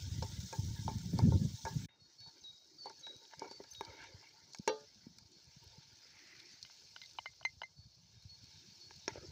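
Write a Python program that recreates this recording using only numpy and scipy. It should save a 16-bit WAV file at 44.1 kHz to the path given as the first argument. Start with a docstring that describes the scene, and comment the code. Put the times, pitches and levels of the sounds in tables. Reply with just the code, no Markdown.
"""Food fries in a metal pot over a wood fire outdoors: hissing noise coloured by the air in the pot, with sharp clicks.
First, close by and in gusty wind (low rumbling noise), a blade taps the pot: short dying tones.
After a brief break the frying is softer and birds whistle two main notes, as gliding sines with an echo.
A wooden spoon stirs with a rubbing noise and knocks the ringing rim; then spice falls with a soft swish
and the spoon taps a small dish. At the end the pot is tapped and scraped again."""
import sys
import numpy as np
from scipy import signal
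from scipy.io import wavfile
from scipy.ndimage import uniform_filter1d

SR = 44100
rng = np.random.default_rng(int(sys.argv[2]) if len(sys.argv) > 2 else 0)


def bounce(signal):
    """Save signal as a 16-bit WAV file at the path given by the first command-line argument."""
    frames = np.transpose(np.atleast_2d(signal))
    limited = np.clip(frames, -1, 1)
    pcm = np.round(limited * 32767).astype(np.int16)
    wavfile.write(sys.argv[1], SR, pcm)


N = 410571  # length of the scene in samples

# Frying, one list before the break and one after.
# Columns: time_s, level_db (before a fixed trim), lower_hiss_db (relative)
FRYING_LEVELS = [
    [(0.0, -58, 4.5), (0.46, -55.5, -8.5), (1.0, -58.5, -6), (1.862, -57.5, -7)],
    [(1.89, -85, -18), (2.05, -72, -8), (2.32, -66.5, -10.5), (2.7, -68.5, -29), (2.96, -65.5, -3),
     (3.91, -64.5, -6.5), (4.4, -67.5, -15), (4.74, -65.5, 1), (5.25, -69, -4), (5.63, -65.5, 5),
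     (7.05, -63, 1), (7.8, -72, -7), (8.13, -69.5, 2), (8.54, -63.5, 3.5), (9.31, -63, 1.5)],
]
# Tones of the wet pot floor.
# Columns: pitch_hz, level_db, ring_s (time to fall 60 dB, before a tap's ring factor)
FLOOR_TONES = [(400.4, -3, 0.061), (524, -3, 0.027), (724, -4, 0.017), (837.6, -6.5, 0.05),
               (888, -19.5, 0.13), (896, -1, 0.057), (1040, -42.5, 0.01), (1392, -8.5, 0.026),
               (1644, -7.5, 0.046), (2245, -3.5, 0.02), (2460, -12.5, 0.017), (3700, -2, 0.0057),
               (4470, -12, 0.012), (5575, -5.5, 0.023), (6530, -16, 0.046)]

SPICE_S = 6.32  # when the falling spice is loudest; from then on it muffles the seething food


def gain_of(db):
    """Turns decibels into amplitude."""
    return 10 ** (np.asarray(db) / 20)


def evened(x):
    """Scales a sound to an rms (average strength) of 1."""
    return x / np.sqrt(np.mean(abs(x) ** 2) + 1e-20)


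def curve(tables, t):
    """Reads the table columns at times t; the first, a level, comes back as amplitude."""
    s, *columns = np.transpose(np.concatenate(tables))
    out = [np.interp(t, s, c) for c in columns]
    return [gain_of(out[0])] + out[1:]


def add(mix, s, sound):
    """Mixes a sound in at time s, in seconds."""
    part = mix[round(s * SR):][:len(sound)]
    part += sound[:len(part)]


def frames(size):
    """Gives times and frequencies of short-time spectra that step by a quarter frame."""
    times = np.arange(4 * N // size + 5) * size / 4 / SR
    return times, np.fft.rfftfreq(size, 1 / SR)[:, None]


def noise(power, patchy_db, flicker_db):
    """Makes noise from random spectra of equal loudness, then adds drifting patches and a shared flicker."""
    a, b, patch = rng.standard_normal((power.shape[1], power.shape[0], 3)).T
    flicker = evened(uniform_filter1d(patch, size=len(patch) // 4, axis=0))
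    patch = uniform_filter1d(patch, size=5, axis=0)
    patch = evened(uniform_filter1d(patch, size=9, axis=1))
    spectra = (a + 1j * b) * np.sqrt(power / power.sum(0))
    spectra = spectra * gain_of(patchy_db * patch + flicker_db * flicker)
    half = len(spectra) - 1
    return evened(signal.istft(spectra, nperseg=2 * half, noverlap=3 * half // 2)[1][:N])


def smooth_random(shape):
    """Makes slow random wobble by averaging noise twice over 90 samples."""
    return evened(uniform_filter1d(uniform_filter1d(rng.standard_normal(shape), size=90), size=90))


def ring(modes, extra_db=0., damp=1., rise=0.00047, rough=1.0, spread_db=3.5, detune=0.0062):
    """Sums dying sines after a soft contact, weighted anew each time; a random flutter roughens the tones."""
    hz, db, t60 = np.transpose(modes)[:, :, None]
    t = np.arange(round(SR * t60.max() * damp)) / SR
    chance = rng.standard_normal((len(hz), 3))  # for pitch, starting phase and level
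    flutter = smooth_random((len(hz), len(t)))
    turns = hz * (1 + detune * chance[:, :1]) * t + 0.18 * chance[:, 1:2]
    fading = gain_of(db + extra_db + spread_db * chance[:, 2:] - 60 * t / (t60 * damp))
    waves = fading * np.sin(2 * np.pi * turns)
    settled = 1 + rough * flutter * np.minimum(t / 0.0032, 1)  # the flutter grows in after the contact
    return (waves * settled).sum(0) * (1 - np.exp(-t / rise)) ** 2


def octaves_above(modes, base_hz):
    """Counts how many octaves each tone lies above a base pitch."""
    return np.log2(np.transpose(modes)[0] / base_hz)[:, None]


def resonances(hz):
    """Gives the power response of the air in the pot: peaks with steep sides."""
    # Air resonances. Columns: pitch_hz, width_hz, level_db
    pot_air = [(329, 116, -5), (465, 310, -11.5), (741, 110, -15), (905, 56, -1), (1417, 110, -7),
               (1647, 278, -6), (2040, 150, -6.5), (2260, 270, -5), (2865, 550, -9), (3240, 300, -6),
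               (3692, 340, -2), (4310, 350, -8), (5220, 280, -12), (5380, 120, -4.5), (6300, 680, -20.5)]
    return sum(gain_of(2 * db) / (1 + (2 * (hz - f) / w) ** 2) ** 1.76 for f, w, db in pot_air)


def sizzle():
    """Dense bursting bubbles hiss in the pot's resonances; a sparse train of larger bursts modulates them."""
    # Sizzle colour, close by before the break. Columns: pitch_hz, level_db (per Hz)
    near_colour = [(590, -41), (1000, -27), (1120, -39), (1340, -46), (1610, -34), (1890, -29.5),
                   (2180, -12), (2560, -9.5), (3420, -1.5), (6180, 5), (10100, -19.5), (13400, -25),
                   (14900, -6.5), (16000, -11)]
    # Sizzle colour, farther off after the break. Columns: pitch_hz, level_db (per Hz)
    far_colour = [(590, -34.5), (1000, -24.5), (1250, -26.5), (1670, -14.5), (1910, -26.5), (2330, -11),
                  (3120, -12), (3840, -7.5), (4310, 3), (6110, 0), (8550, -26), (13400, -35),
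                  (14900, -16.5), (16000, -37)]
    t, hz = frames(size=512)
    near, far = (np.interp(np.log(hz + 1), np.log(np.transpose(c)[0]), np.transpose(c)[1])
                 for c in (near_colour, far_colour))
    colour_db = np.where(t < FRYING_LEVELS[1][0][0], near, far)
    lower_db = curve(FRYING_LEVELS, t)[1] * np.clip(np.log2(4200 / (hz + 1)), 0, 1)
    power = gain_of(2 * (colour_db + lower_db)) * (resonances(hz) + gain_of(-14))
    hiss = noise(power, patchy_db=2.17, flicker_db=1.5)
    sizes = gain_of(3.86 * np.minimum(rng.exponential(1, N), 5))
    bursts = sizes * (rng.random(N) < 130 / SR)  # about 130 a second
    puff = signal.oaconvolve(bursts, np.exp(-np.arange(200) / (SR * .001)))[:N]  # each dies in about 1 ms
    level = gain_of(2.0) * curve(FRYING_LEVELS, np.arange(N) / SR)[0]
    return level * evened(hiss * (1 + 0.24 * puff))


def strokes(t):
    """Gives the loudness of the dragging, and its colour averaged over whatever drags, weighted by power."""
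    # Strokes of blade or spoon over the pot floor. Columns: strongest_s, level_db, rise_s, fall_s,
    # brightness_db (per octave), depth_db (of the lowest resonances)
    drags = [(0.24, -59.5, .02, 0.2, -6, 1.5), (0.54, -62, 0.027, 0.17, -11.5, -2),
             (0.89, -68, 0.022, 0.22, -7, -5.5), (1.2, -52, 0.07, 0.13, -8.5, 3),
             (1.67, -64, .02, 0.23, -2.5, -6), (1.818, -62, 0.045, 0.16, -1, -9),
             (1.97, -70, .03, 0.19, -5.5, 12), (2.3, -65.5, 0.076, 0.071, -6.5, 3.5),
             (2.38, -70, .08, 0.038, -2, 8), (2.866, -59, 0.045, 0.049, 3.5, 15),
             (3.072, -59, 0.007, 0.16, -5.5, 13), (3.338, -63, 0.043, 0.027, -2, -9),
             (3.429, -56.5, 0.058, 0.2, -6.5, 3), (3.6, -61.5, 0.017, 0.07, -9, 5),
             (3.83, -57, 0.042, 0.59, -7.5, 3), (3.9, -55.5, .08, 0.051, -7.5, 2),
             (4.02, -55.5, 0.2, 0.17, 0, -0.5), (4.25, -67, 0.12, 0.25, 5, -10),
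             (9.089, -48, 0.0046, .12, -2.5, 8), (9.17, -52, 0.11, 0.16, -7, 6),
             (9.25, -60, 0.13, 0.062, -16.5, 10)]
    range_db = 20  # how far the level changes within the rise and fall times
    seethe_db, seethe_bright_db, seethe_depth_db = -10.5, -2.5, 0.5  # level against the sizzle, then colour
    muffled_db = -4
    s, db, rise, fall, bright_db, depth_db = np.transpose(drags)[:, :, None]
    power = gain_of(2 * (db - range_db * np.maximum((s - t) / rise, (t - s) / fall)))
    # the food never lies still
    seethe = (gain_of(seethe_db + muffled_db * (t > SPICE_S)) * curve(FRYING_LEVELS, t)[0]) ** 2
    total = power.sum(0) + seethe
    mean_bright_db = ((power * bright_db).sum(0) + seethe * seethe_bright_db) / total
    mean_depth_db = ((power * depth_db).sum(0) + seethe * seethe_depth_db) / total
    return np.sqrt(total), mean_bright_db, mean_depth_db


def rubbing():
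    """Blade, spoon and food drag over the pot floor; the friction noise takes the pot's resonances."""
    t, hz = frames(size=1024)
    _, bright_db, depth_db = strokes(t)
    colour_db = bright_db * np.log2(np.maximum(hz, 900) / 900) + depth_db * (hz < 620)
    power = (resonances(hz) + gain_of(-56.5)) * gain_of(2 * colour_db)
    power = power / (1 + (hz / 2900) ** 8) / (1 + (260 / (hz + 1)) ** 6)  # weaker treble and bass
    grit = 1 + 0.98 * evened(uniform_filter1d(rng.exponential(1, N) ** 3, size=300))
    coarse = np.arange(0, N, 32)
    level = np.interp(np.arange(N), coarse, strokes(coarse / SR)[0])
    return level * evened(noise(power, patchy_db=5.0, flicker_db=1.5) * grit)


def floor_taps():
    """Taps set the wet pot floor ringing; hardness and depth tilt the tones of each tap."""
    # Columns: start_s, level_db (before a fixed trim), depth_db (of the low tones),
    # hardness_db (per octave), ring_factor (kept within 0.3-3)
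    taps = [(0.224, -25, -3.5, -8.5, 1.82), (0.527, -27.5, -5, -5.5, 2.7), (0.879, -22.5, -7, -23, 1.8),
            (0.888, -49, 3, 5, 3.3), (1.191, -15.5, -9, -19, 0.72), (1.321, -29, 0.5, -47, 2),
            (1.652, -27, -7, -9.5, 3.5), (1.664, -31, -4.5, -5, 3.4), (2.262, -50.5, -14, -18, 2.9),
            (2.857, -31, -3, -20, 1.74), (2.898, -37, -2, -8, 1.32), (3.068, -37, -23, 2, 1.03),
            (3.311, -55, -14, 14, 0.41), (3.335, -28, -24, -7, 0.52), (3.419, -29.5, -1.5, -14, 1.2),
            (3.444, -38.5, -22, -4, 2.6), (3.512, -43, 3.5, 2, 0.87), (3.602, -48.5, 19, -27, 1.03),
            (3.639, -47.5, -5, 1, 2), (3.809, -25.5, -4.5, -1, 0.72), (4.226, -45, -24, -6, 1.28),
            (4.547, -41.5, -20, 10.5, 0.87), (5.185, -58.5, -37, 11.5, 0.94), (8.908, -37.5, -2, 7.5, 0.4),
            (9.079, -24, 4.5, 8.5, 0.6)]
    out, octave = np.zeros(N), octaves_above(FLOOR_TONES, 900)
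    for s, db, depth_db, hard_db, factor in taps:
        colour_db = depth_db * (octave < -.5) + hard_db * np.clip(octave, 0, 1.5)
        add(out, s, gain_of(db - 11.0) * ring(FLOOR_TONES, colour_db, np.clip(factor, .3, 3), rough=0.44))
    return out


def rim_knocks():
    """The spoon knocks the free rim, which rings long, and bounces softly; the floor rings along."""
    # Columns: start_s, level_db (before a fixed trim on the rim), hardness_db (per octave)
    knocks = [(4.6761, -28, 0.5), (4.6924, -34, -3)]
    # Tones of the rim. Columns: pitch_hz, level_db, ring_s (time to fall 60 dB, until it is stilled)
    rim = [(400, -11, 0.066), (432, -11, 0.7), (437, 2.5, 0.23), (516, 7, 0.11), (577, -15, 0.48),
           (869, -4, 0.26), (1210, -11, 0.26), (1430, -28, 0.93), (1552, -7, .16), (1854, -14.5, 0.15),
           (2200, -25, 0.12), (2440, -22, 0.1), (2600, -24, 0.15), (2760, -4.5, 0.11), (3095, -6, .09),
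           (3332, -13, 0.22), (3580, -9.5, 0.17), (4020, -6.5, 0.17), (4210, -5.5, 0.066),
           (4580, -14, 0.22), (5200, -29, .2), (5800, -4.5, 0.092)]
    hushed_s = 4.85  # the spoon comes to rest on the rim and stills it
    out = np.zeros(N)
    for s, db, hard_db in knocks:
        wall = ring(rim, hard_db * octaves_above(rim, 441), rough=0.31, spread_db=2.5, detune=0.0011)
        hush_db = 1200 * np.maximum(s + np.arange(len(wall)) / SR - hushed_s, 0)
        add(out, s, gain_of(db - 9.0 - hush_db) * wall)
        floor_db = hard_db * np.maximum(octaves_above(FLOOR_TONES, 900), 0)
        add(out, s, gain_of(db) * ring(FLOOR_TONES, floor_db, 1.0, rough=0.18))
    return out


def dish_taps():
    """The spoon taps the dish: dull wood tones, and a dish ring where the fingers let it ring."""
    # Columns: start_s, level_db (before a fixed trim on the wood), free_ring_db (relative),
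    # hardness_db (per octave)
    touches = [(6.649, -46.5, -9, 5.5), (6.698, -44, -21, -3), (6.962, -36, -23, 3.5),
               (7.016, -48.5, 5, 8.5), (7.034, -59, 4, -3), (7.186, -24.5, -26, -0.5),
               (7.258, -32, -9, 0.5), (7.334, -61, -20, 9), (7.411, -36, -30, -11), (7.428, -49.5, -21, 5),
               (7.45, -29, -0.5, 4), (7.617, -24.5, -33, -1), (7.633, -37, -3.5, 1)]
    # Tones of the wooden spoon. Columns: pitch_hz, level_db, ring_s (time to fall 60 dB)
    spoon = [(667, -14, 0.036), (920, -1, 0.019), (1490, -2, 0.014), (2360, -12.5, 0.019),
             (2964, -2, 0.017), (3960, -4, 0.0083), (5030, -16, 0.022)]
    # Tones of the dish. Columns: pitch_hz, level_db, ring_s (time to fall 60 dB)
    dish = [(2084, -0.5, 0.077), (4110, -2.5, 0.03), (6220, -11, 0.043)]
    out = np.zeros(N)
    for s, db, free_db, hard_db in touches:
        wood = ring(spoon, hard_db * octaves_above(spoon, 920), rough=0.8)
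        add(out, s, gain_of(db - 6.5) * wood)
        dish_ring = ring(dish, rise=0.0012, rough=0.25, spread_db=3.0, detune=0.0018)
        add(out, s, gain_of(db + free_db) * dish_ring)
    return out


def pops():
    """Popping oil and fire and first contacts click: brief noise bursts with a thin tick of air on top."""
    # Columns: start_s, level_db (before a fixed trim), centre_hz,
    # air_db (above 9 kHz, relative, before a fixed trim)
    clicks = [(0.2249, -22.5, 4800, -38), (0.5278, -28.5, 5900, -29), (0.8789, -30.5, 3720, -25),
              (1.1877, -21.5, 5100, -21), (1.6507, -27, 5860, -30), (2.204, -37.5, 4540, -18),
              (2.274, -38, 4770, -35), (2.2947, -44, 4570, -36), (2.4767, -45, 3920, -41),
              (2.8555, -30.5, 4800, -37), (2.896, -33.5, 5200, -37), (2.9936, -40.5, 6260, -31),
              (3.066, -34, 3800, -38), (3.252, -41, 3800, -36), (3.312, -47, 5400, -34),
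              (3.394, -26, 5200, -38), (3.512, -31.5, 4760, -38), (3.637, -35, 4530, -45),
              (3.71, -50, 6100, 5), (3.7344, -35, 5030, -8), (3.7487, -33, 3660, -21),
              (3.8083, -42.5, 3790, 1), (3.8496, -28, 4700, -42), (4.0178, -41, 4990, -45),
              (4.039, -35.5, 5240, -34), (4.5334, -29.5, 5100, -29), (4.5464, -31.5, 5560, -23),
              (4.572, -38, 4470, -18), (4.5858, -30, 5270, -42), (4.6769, -19, 5870, -15.5),
              (4.8065, -45, 5450, -33), (5.1844, -32, 5170, -21), (5.317, -46, 6680, -41),
              (5.64, -49.5, 4230, -1), (5.676, -39, 4700, -26), (6.1894, -41, 4080, -33),
              (6.4004, -31.5, 4120, -43), (6.628, -24.5, 4640, -44), (7.035, -36, 4000, -40),
              (7.0588, -33.5, 4400, -37), (7.078, -57, 5180, -28), (7.093, -39, 4270, -33),
              (7.11, -36, 4240, -32), (7.133, -43, 6400, -35), (7.3342, -59, 4330, -43),
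              (9.0815, -30, 4080, -49)]
    out, t = np.zeros(N), np.arange(400) / SR
    shape = np.exp(-t / 0.0032) * (1 - np.exp(-t / 0.00028))
    for s, db, hz, air_db in clicks:
        body, tick = rng.standard_normal((2, 400))
        body = signal.lfilter(*signal.butter(2, [hz * 0.85, min(hz * 1.18, 7200)], "band", fs=SR), body)
        tick = signal.lfilter(*signal.butter(2, 9500, "high", fs=SR), tick)
        add(out, s, gain_of(db - 15) * (evened(body) + gain_of(air_db + 2.0) * evened(tick)) * shape)
    return out


def swells(rows, hz, width_hz, patchy_db):
    """Makes noise around one pitch that swells and sinks once per row (middle_s, length_s, level_db)."""
    t, f = frames(size=1024)
    power = np.ones(len(t)) / (1 + (2 * (f - hz) / width_hz) ** 2) ** 2
    now = np.arange(N) / SR
    level = sum(gain_of(db) * np.cos(np.pi * np.clip((now - s) / length, -.5, .5)) ** 2
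                for s, length, db in rows)
    return level * noise(power, patchy_db, flicker_db=2.0)


def spice():
    """Spice powder is shaken into the pot: a soft swish of noise."""
    return swells([(SPICE_S, .8, -64.5)], hz=2120, width_hz=970, patchy_db=1.5)


def birds():
    """Birds whistle near-pure tones that glide onto a held pitch; the trees return a smeared echo."""
    # Columns: start_s, length_s, held_pitch_hz, level_db (rms),
    # swoop_hz (starting height above the held pitch)
    notes = [(1.89, 0.078, 3730, -71.5, 4), (1.98, 0.17, 3740, -78, 0), (1.994, 0.085, 4370, -66.5, 3),
             (2.176, .13, 4440, -57, 26.5), (2.197, 0.1, 3780, -68, 5.5), (2.409, 0.017, 6240, -62.5, 58),
             (2.435, 0.083, 3807, -52, 167), (2.781, 0.039, 4600, -56, 8), (2.8, 0.092, 4460, -52.5, 5),
             (2.996, 0.023, 6370, -61, 103), (3.026, 0.097, 3846, -50.5, 134),
             (3.49, 0.1, 4540, -56.5, 150), (3.711, 0.017, 6190, -51, -3), (3.74, 0.087, 3780, -55.5, 78),
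             (7.759, 0.085, 4440, -65, 37), (8.153, 0.072, 3730, -72.5, -3), (8.286, 0.081, 4360, -57.5, 0),
             (8.518, .1, 3745, -69.5, 1.5), (8.796, .1, 4400, -59.5, 10), (9.02, 0.05, 3800, -69, 146)]
    swoop_s, edge_share = 0.013, 0.31  # glide time; soft ends as a share of the note
    fade_db = -1.5  # change by the end of the note
    out = np.zeros(N)
    for s, length, hz, db, swoop_hz in notes:
        t = np.arange(0, length, 1 / SR)
        wave = np.sin(2 * np.pi * np.cumsum(hz + swoop_hz * np.exp(-t / swoop_s)) / SR)
        level = np.sqrt(2) * gain_of(db + fade_db * t / length)
        add(out, s, level * wave * signal.windows.tukey(len(t), edge_share))
    t = np.arange(SR // 2) / SR
    trees = rng.standard_normal(len(t)) * gain_of(-60 * t / 1.0) * (t > .04)  # starts after 40 ms
    return out + gain_of(-11) * signal.fftconvolve(out, trees / np.linalg.norm(trees))[:N]


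def wind():
    """Wind on the microphone makes a lumpy rumble; a force column sets how high the rumble reaches."""
    # One list before the break and one after.
    # Columns: time_s, level_db (before a fixed trim), force (0-1, brightens the wind)
    gusts = [
        [(0.0, -41.5, 0.02), (0.42, -48.5, 0.52), (0.5, -55.5, 0.15), (0.6, -37.5, 0.38), (0.83, -41, 0.24),
         (1.1, -41.5, 0.62), (1.22, -31, 0.59), (1.44, -33, 0.5), (1.61, -60, 0.36), (1.79, -34.5, 0.39),
         (1.862, -47.5, 0.42)],
        [(1.89, -79, 0.28), (3.3, -76.5, 0.52), (4.1, -65.5, 0), (4.45, -74, .6), (5.4, -72, 0.42),
         (5.75, -63.5, 0), (6.0, -77.5, .6), (7.4, -70.5, .2), (8.0, -66, 0.15), (8.75, -72.5, 0.3),
         (9.31, -57, 0.2)],
    ]
    t, hz = frames(size=2048)
    top_hz = 80 + 200 * np.clip(curve(gusts, t)[1], 0, 1.5)
    power = 1 / (1 + (105 / (hz + 1)) ** 2.2) / (1 + (hz / 130) ** 1.2) / (1 + (hz / top_hz) ** 7) + 1e-12
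    wobble = uniform_filter1d(uniform_filter1d(rng.standard_normal(N), size=900), size=900)
    lumps = gain_of(4.06 * evened(wobble))
    level = gain_of(1.0) * curve(gusts, np.arange(N) / SR)[0]
    return level * evened(noise(power, patchy_db=3.0, flicker_db=3.5) * lumps)


def bumps():
    """Wind buffets and handling make soft bumps: single, mostly low tones that die within a few cycles."""
    # Columns: start_s, level_db (before a fixed trim), pitch_hz
    thuds = [(.113, -27.5, 88), (0.245, -33, 98), (0.384, -33.5, 102), (.588, -26.5, 95), (.652, -30.5, 89),
             (.71, -29.5, 124), (.79, -28.5, 110), (0.913, -34, 188), (1.034, -40, 114),
             (1.134, -28.5, 243), (1.158, -27, 145), (1.231, -18.5, 141), (1.275, -35, 104),
             (1.312, -22, 108), (1.342, -18, 138), (1.536, -33, 106), (1.64, -34, 77.5), (1.765, -29, 130),
             (3.156, -55.5, 115), (3.376, -57, 119), (3.78, -53, 81), (4.142, -45, 101),
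             (4.595, -37.5, 191), (5.067, -40.5, 215), (5.25, -56, 92), (5.565, -47, 141),
             (5.66, -48.5, 79.6), (5.78, -48.5, 137), (7.566, -50.5, 81), (7.786, -46.5, 96),
             (8.25, -44, 96), (9.157, -37, 470), (9.179, -42, 593), (9.221, -45, 112)]
    out = np.zeros(N)
    for s, db, hz in thuds:
        add(out, s, gain_of(db + 8.5) * ring([(hz, 0, 4.6 / hz)], rise=0.29 / hz, rough=0, spread_db=1.5))
    return out


def rustle():
    """A short rustle: grainy noise above about 9 kHz that starts at once and fades."""
    start_s, length_s, level_db, fade_db = 3.7, 0.14, -73, -16
    t = np.arange(0, length_s, 1 / SR)
    grains = rng.standard_normal(SR) * uniform_filter1d(rng.exponential(1, SR) ** 3, size=60)
    treble = signal.lfilter(*signal.butter(4, 9800, "high", fs=SR), grains[:len(t)])
    shape = gain_of(level_db + fade_db * t / length_s) * np.minimum(t / .006, 1)
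    out = np.zeros(N)
    add(out, start_s, shape * evened(treble))
    return out


def hum():
    """A faint fuzzy low hum, a narrow band of noise, comes and goes."""
    # Columns: middle_s, length_s, level_db
    hum_swells = [(2.73, 0.24, -73), (5.32, 0.15, -75), (6.23, .1, -70), (6.41, 0.33, -70.5),
                  (8.63, 0.11, -72), (8.85, 0.53, -77)]
    return swells(hum_swells, hz=337, width_hz=57, patchy_db=-1.5)


def air():
    """The faint murmur of open country is broad, soft noise; one very long swell keeps it steady."""
    return swells([(N / SR / 2, 20 * N / SR, -83.5)], hz=584, width_hz=1200, patchy_db=0.5)


def scene():
    """Adds all sources at one microphone, with a break that leaves only a trace of noise."""
    break_start_s, break_end_s = 1.858, 1.888
    t = np.arange(N) / SR
    playing = np.clip(np.maximum(break_start_s - t, t - break_end_s) / .003 + 1, 0, 1)  # 3 ms fades
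    mix = sizzle() + rubbing() + floor_taps() + rim_knocks() + dish_taps() + spice() + pops()
    mix = mix + birds() + wind() + bumps() + rustle() + hum() + air()
    return (mix * playing + gain_of(-100) * rng.standard_normal(N))[None]


def record(dry):
    """The microphone cuts the bass below 66 Hz, then the treble ends at 15650 Hz."""
    thin = signal.sosfilt(signal.butter(3, 66, "high", fs=SR, output="sos"), dry)
    return signal.oaconvolve(thin, signal.firwin(511, 15650, window=("kaiser", 9), fs=SR)[None], "same")


dry = scene()
out = record(dry)
bounce(out)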